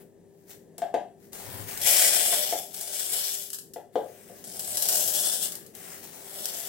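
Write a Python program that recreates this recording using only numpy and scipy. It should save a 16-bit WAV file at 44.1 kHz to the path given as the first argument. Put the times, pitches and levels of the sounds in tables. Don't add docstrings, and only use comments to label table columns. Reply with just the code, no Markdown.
import sys
import numpy as np
from scipy import signal
from scipy.fft import rfft, irfft
from scipy.io import wavfile

SR = 44100
rng = np.random.default_rng(int(sys.argv[2]) if len(sys.argv) > 2 else 0)


def unload_audio(sound):
    columns = np.transpose(np.atleast_2d(sound))
    steps = np.round(np.clip(columns, -1, 1) * 32767)
    wavfile.write(sys.argv[1], SR, steps.astype(np.int16))


N = 294764

# (frequency [Hz], density [dB])
AIR_SPECTRUM = [(25, -41), (55, -10.5), (100, -7.5), (180, 6.5), (280, -0.5), (400, 3), (520, -2),
                (800, -12.5), (1100, -24.5), (1450, -30.5), (1750, -19), (2200, -30), (5000, -32.5),
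                (8000, -25), (16000, -33)]
# (time [s], level [dB])
AIR_LEVELS = [(0, -57), (1.9, -54), (3.1, -61), (4.7, -52.5), (6.68, -55.5)]
# (frequency [Hz], level [dB])
HUM_TONES = [(101, -72), (395, -60)]
# (middle [s], half length [s], level [dB])
PILE_SLIDES = [(.01, 0.016, -58.5), (.46, .11, -70.5), (.516, 0.022, -49.5), (1.245, 0.034, -61.5)]
# (start [s], length [s], start level [dB], change by the end [dB])
FINGER_STROKES = [(1.316, 0.31, -45, -0.5), (1.669, 0.12, -42, -1.5), (3.92, 0.477, -62.5, 8.5),
                  (5.446, 0.13, -50.5, -2.5), (5.734, 0.2, -53, 8.5), (6.019, 0.032, -47.5, -2),
                  (6.117, 0.5965, -53, 7)]
# (middle [s], half length [s], level [dB])
HAND_DRAGS = [(1.55, 0.089, -48.5), (1.75, 0.11, -54), (2.2, .15, -66), (4.9, 0.16, -60)]
# (frequency [Hz], density [dB])
RUSTLE_SPECTRUM = [(100, -10), (400, -0.5), (750, 5), (1000, -3), (1400, -1.5), (1950, 2), (2600, -4),
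                   (4000, -5), (6000, -2), (7800, 1), (11000, -0.5), (16000, 2.5)]
# (time [s], level [dB], bounces re first contact [dB])
LANDINGS = [(.781, -30, -6.5), (1.331, -32, -12), (1.775, -23.5, -11), (1.815, -23.5, -0.5),
            (2.743, -33, 2), (2.81, -25, -2), (3.503, -28, -7), (3.531, -28.5, 2.5), (3.545, -30, 1.5),
            (3.586, -31.5, -0.5), (3.736, -35.5, -0.5), (4.448, -38, -12), (4.594, -22.5, -2),
            (4.771, -17, -1), (4.823, -16, -0.5), (4.887, -11, -5.5), (4.956, -14.5, -13),
            (5.521, -25.5, -5), (5.554, -27, -7), (5.663, -42, 0), (5.751, -34, -5), (6.4557, -18.5, -19)]
# (frequency [Hz], density [dB])
HEAP_SPECTRUM = [(30, -62), (150, -28), (400, -14.5), (1150, -19.5), (1650, -12), (2250, -25.5), (2900, -8),
                 (3450, -10), (4000, -8), (5200, -3), (6400, -4.5), (8000, 1), (9300, -3), (11000, 0.5),
                 (16000, -5.5)]
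# (time [s], level [dB], favoured pitch [Hz], clack offset [dB], rise [s])
RIM_KNOCKS = [(.782, -40.5, 690, 6.5, .002), (.818, -22, 733, -2, 0.0053), (0.9405, -14, 740, -6, 0.0018),
              (2.326, -28.5, 680, 11, 0.0023), (2.524, -20, 690, 1, 0.0025),
              (2.545, -28, 657, -18.5, 0.00084), (3.76, -29, 577, -5, 0.0024),
              (3.955, -15.5, 503, -8, 0.0027), (3.989, -26.5, 490, -26, 0.0031),
              (4.296, -42, 577, -38, 0.0041)]
# (frequency [Hz], level [dB], t60 [s])
WALL_MODES = [(355, -9.5, 0.13), (432, -43, 0.032), (466, -5.5, 0.12), (519.7, -0.5, 0.38),
              (603.5, 1.5, 0.27), (649, 1, 0.087), (695.5, 8.5, 0.095), (742, 10, 0.036), (870, -42, 0.14)]
# (frequency [Hz], density [dB])
CLACK_SPECTRUM = [(200, -13.5), (900, 5.5), (1150, 1.5), (1400, -2.5), (1680, 6), (1900, -3.5), (2150, -1),
                  (2450, -6), (2780, -3), (3050, -0.5), (3400, -2), (4000, -10.5), (8000, -15.5),
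                  (16000, -25)]
# (start [s], crest [s], empty [s], crest level [dB], drumming [dB], skating [dB])
SURGES = [(1.796, 1.869, 2.71, -24.5, -6, -10), (1.874, 1.976, 2.13, -24.5, -11.5, -24),
          (2.68, 2.769, 3.05, -40.5, -7, -16), (2.836, 2.959, 3.2, -34.5, -11, -12),
          (2.928, 3.168, 3.521, -32.5, -17, -12.5), (3.1, 3.132, 3.22, -30.5, -3, -15),
          (4.44, 4.943, 5.24, -29.5, -7.5, -23), (4.918, 5.175, 5.53, -29, -9.5, -10),
          (5.408, 5.428, 5.485, -30.5, -15.5, -11), (6.203, 6.43, 7.2, -39, -7.5, -12)]
# (frequency [Hz], level [dB], t60 [s])
PLATE_MODES = [(3040, -2, 0.025), (3338, 1.5, 0.029), (3482, 0.5, 0.037), (5300, 0.5, 0.03),
               (5970, -4, 0.0044), (9200, -23, 0.011)]
# (frequency [Hz], level [dB], t60 [s])
FLOOR_MODES = [(1660, 0, 0.023), (1977, 4, 0.054), (2220, 12, 0.017), (2418, 12.5, 0.016), (2710, 2, 0.026),
               (3155, 7, 0.032), (3300, 14, 0.005), (3940, -27, 0.012)]
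# (delay [s], relative level [dB])
NEAR_ECHOES = [(.0105, -18), (.0205, -16), (.029, -27)]


def undb(db):
    return 10 ** (np.asarray(db) / 20)


def walk(rate_hz):
    knots = rng.standard_normal(4096)
    return 1.2 * np.interp(np.arange(N) / SR * rate_hz, np.arange(len(knots)), knots)


def convolve(x, response):
    return signal.oaconvolve(np.atleast_2d(x), np.atleast_2d(response), axes=1)[:, :N]


def colour(x, spectrum, size=4096):
    hz, db = np.transpose(spectrum)
    bins_hz = np.arange(size // 2 + 1) * SR / size
    log_gain = np.log(undb(np.interp(np.log(bins_hz + 1), np.log(hz), db)))
    cepstrum = irfft(log_gain) * np.r_[1, np.full(size // 2 - 1, 2), np.zeros(size // 2)]
    response = irfft(np.exp(rfft(cepstrum)))
    return convolve(x, response / np.linalg.norm(response))


def ring(modes, gains=1):
    t = np.arange(SR // 2) / SR
    hz, db, t60_s = np.transpose(modes)[:, :, None]
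    partials = gains * undb(db) * np.sin(2 * np.pi * hz * t) * np.exp(-np.log(1000) * t / t60_s)
    band = signal.butter(2, [0.99 * hz.min(), 1.07 * hz.max()], "band", fs=SR, output="sos")
    response = signal.sosfilt(band, partials.sum(0))
    return response / np.linalg.norm(response)


def pan(x, left_db):
    return x * undb(np.array([[left_db], [-left_db]]) / 2)


def noise_pair(size, coherence):
    shared, own = rng.standard_normal(size), rng.standard_normal((2, size))
    return np.sqrt(coherence) * np.array([np.roll(shared, 2), shared]) + np.sqrt(1 - coherence) * own


def impacts(per_s, scatter_db):
    chance = np.clip(per_s / SR, 1e-4, 1)
    sizes = undb(scatter_db * rng.standard_normal(N).clip(-2, 2))
    sizes /= np.sqrt(np.mean(sizes ** 2))
    return (rng.random(N) < chance) * sizes * rng.choice([-1, 1], N) / np.sqrt(chance)


def ticks(blows, decay_s, coherence, kinds=24):
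    t, out = np.arange(SR // 200) / SR, 0
    kind = (np.arange(N) * 30 // SR + rng.integers(0, 5, N)) % kinds
    for k in range(kinds):
        tick = noise_pair(len(t), coherence) * np.exp(-t / decay_s)
        out = out + convolve(blows * (kind == k), tick / np.linalg.norm(tick) * np.sqrt(2))
    return out


def kitchen():
    t = np.arange(N) / SR
    air = colour(noise_pair(N, 0.65), AIR_SPECTRUM)
    air *= undb(np.interp(t, *np.transpose(AIR_LEVELS)) + walk(9.1))
    hum = 0
    for hz, db in HUM_TONES:
        amplitude = np.sqrt(2) * undb(db + 1.4 * walk(9))
        hum += amplitude * np.sin(2 * np.pi * hz * t + 0.49 * walk(18))
    return pan(air + hum, left_db=4.5)


def swells(moves):
    t = np.arange(N) / SR
    bells = [undb(db) * np.exp(-((t - middle_s) / half_s) ** 2 / 2) for middle_s, half_s, db in moves]
    return np.linalg.norm(bells, axis=0)


def stroke(start_s, length_s, db, change_db, attack_s=0.018, release_s=0.082):
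    t = np.arange(N) / SR - start_s
    push = undb(db + change_db * np.clip(t / length_s, 0, 1))
    return push * np.clip(t / attack_s, 0, 1) * np.exp(-np.maximum(t - length_s, 0) / release_s)


def stirring():
    pressure = sum(stroke(*row) for row in FINGER_STROKES) * undb(0.26 * walk(45))
    push_slips = pressure * impacts(3500, scatter_db=-0.5)
    pushed = colour(ticks(push_slips, decay_s=0.00072, coherence=0.32), RUSTLE_SPECTRUM)
    slide_slips = swells(PILE_SLIDES) * impacts(3300, scatter_db=5.5)
    sliding = colour(ticks(slide_slips, decay_s=0.00011, coherence=0.36), RUSTLE_SPECTRUM)
    rumble_hz_db = [(20, -12), (60, -6), (85, -4), (102, 10.5), (125, 0.5), (250, -4.5),
                    (1000, -10.5), (4000, -82.5)]
    rumble = colour(noise_pair(N, 0.99), rumble_hz_db) * swells(HAND_DRAGS)
    return pan(undb(4) * (pushed + sliding), left_db=6) + pan(rumble, left_db=8.5)


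def landings(contact_s=0.003, bounce_t60_s=0.065):
    out, t = np.zeros((2, N + SR)), np.arange(SR // 6) / SR
    for time_s, db, bounce_db in LANDINGS:
        bounces = undb(bounce_db) * np.exp(-np.log(1000) * t / bounce_t60_s)
        envelope = np.maximum(np.exp(-t / contact_s), bounces)
        start = int(time_s * SR)
        out[:, start:start + len(t)] += undb(db - 2) * noise_pair(len(t), 0.19) * envelope
    return pan(colour(out[:, :N], HEAP_SPECTRUM), left_db=5)


def knocks(damping_s=0.019):
    thuds, clacks, t = np.zeros(N + SR), np.zeros(N + SR), np.arange(SR // 2) / SR
    for time_s, db, pitch_hz, clack_db, rise_s in RIM_KNOCKS:
        span = slice(int(time_s * SR), int(time_s * SR) + len(t))
        spread_oct = 0.001 / rise_s
        offset_oct = np.log2(np.array(WALL_MODES)[:, :1] / pitch_hz)
        thud = ring(WALL_MODES, 1 / (1 + (offset_oct / spread_oct) ** 2))
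        thud *= np.exp(-t / damping_s) * (1 - np.exp(-(t / rise_s) ** 2))
        thuds[span] += undb(db) * thud / abs(thud).max()
        clack = rng.standard_normal(len(t)) * np.exp(-t / 0.006) * (1 - np.exp(-t / 0.0004))
        clacks[span] += undb(db + clack_db - 13.5) * clack
    return pan(thuds[:N] + colour(clacks[:N], CLACK_SPECTRUM), left_db=6)


def surge(start_s, crest_s, empty_s, swell_db=17.5):
    t = np.arange(N) / SR
    to_go = np.clip((crest_s - t) / (crest_s - start_s), 0, 1)
    spent = np.clip((t - crest_s) / (empty_s - crest_s), 0, 1)
    return (t >= start_s) * undb(-swell_db * to_go ** 0.97) * (1 - spent ** 2) ** 1.31


def pour(covered_db=-27, full_flow_db=-29, cushion_db_per_db=0.24):
    powers = np.array([(undb(db) * surge(*times_s)) ** 2 for *times_s, db, _, _ in SURGES])
    flow = np.sqrt(powers.sum(0)) + 1e-9
    drum_db, skate_db = np.array(SURGES)[:, 4:].T @ powers / flow ** 2
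    clumps = undb(1.4 * walk(90))
    blows = flow * clumps * impacts(900 + 7000 * flow / flow.max(), scatter_db=-1)
    heap = colour(ticks(blows, decay_s=0.00033, coherence=0.16), HEAP_SPECTRUM)
    steel = convolve(blows * undb(skate_db) * rng.standard_normal((2, N)), ring(PLATE_MODES))
    filled = np.cumsum(flow ** 2) / np.sum(flow ** 2)
    floor_blows = blows * undb(covered_db * filled ** 3.6)
    clatter = convolve(floor_blows * (0.34 + 0.58 * rng.standard_normal((2, N))), ring(FLOOR_MODES))
    drumming = undb(drum_db) * (flow / undb(full_flow_db)) ** -cushion_db_per_db
    offset_oct = abs(np.log2(np.array(WALL_MODES)[:, :1] / 615))
    walls = convolve(blows * drumming, ring(WALL_MODES, undb(-24 * offset_oct)))
    return (pan(undb(2.5) * heap + steel, left_db=5.5)
            + pan(undb(-6) * clatter, left_db=1)
            + pan(undb(-7.5) * walls, left_db=6.5))


def room(x, near_db, tail_db, t60_s, coherence, turn_rad):
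    t = np.arange(SR * 2 // 3) / SR
    envelope = np.exp(-np.log(1000) * t / t60_s) * (1 - np.exp(-t / 0.00067))
    out = x
    for share in np.cos(turn_rad), np.sin(turn_rad):
        tail = noise_pair(len(t), coherence) * envelope
        out = out + undb(tail_db) * convolve(x * share, tail / np.linalg.norm(tail[0]))
    for delay_s, db in NEAR_ECHOES:
        out = out + undb(db + near_db) * np.pad(x, ((0, 0), (int(delay_s * SR), 0)))[:, :N]
    return out


def scene():
    lentils = pour() + stirring() + landings()
    lentils = room(lentils, near_db=-0.5, tail_db=-4, t60_s=0.34, coherence=0.023, turn_rad=2 * walk(12))
    bumps = room(knocks(), near_db=3, tail_db=3, t60_s=0.31, coherence=0.73, turn_rad=walk(1))
    return lentils + bumps + kitchen()


def record(dry, cutoff_hz=15950):
    return signal.sosfilt(signal.ellip(12, 0.2, 80, cutoff_hz, fs=SR, output="sos"), dry)


dry = scene()
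out = record(dry)
unload_audio(out)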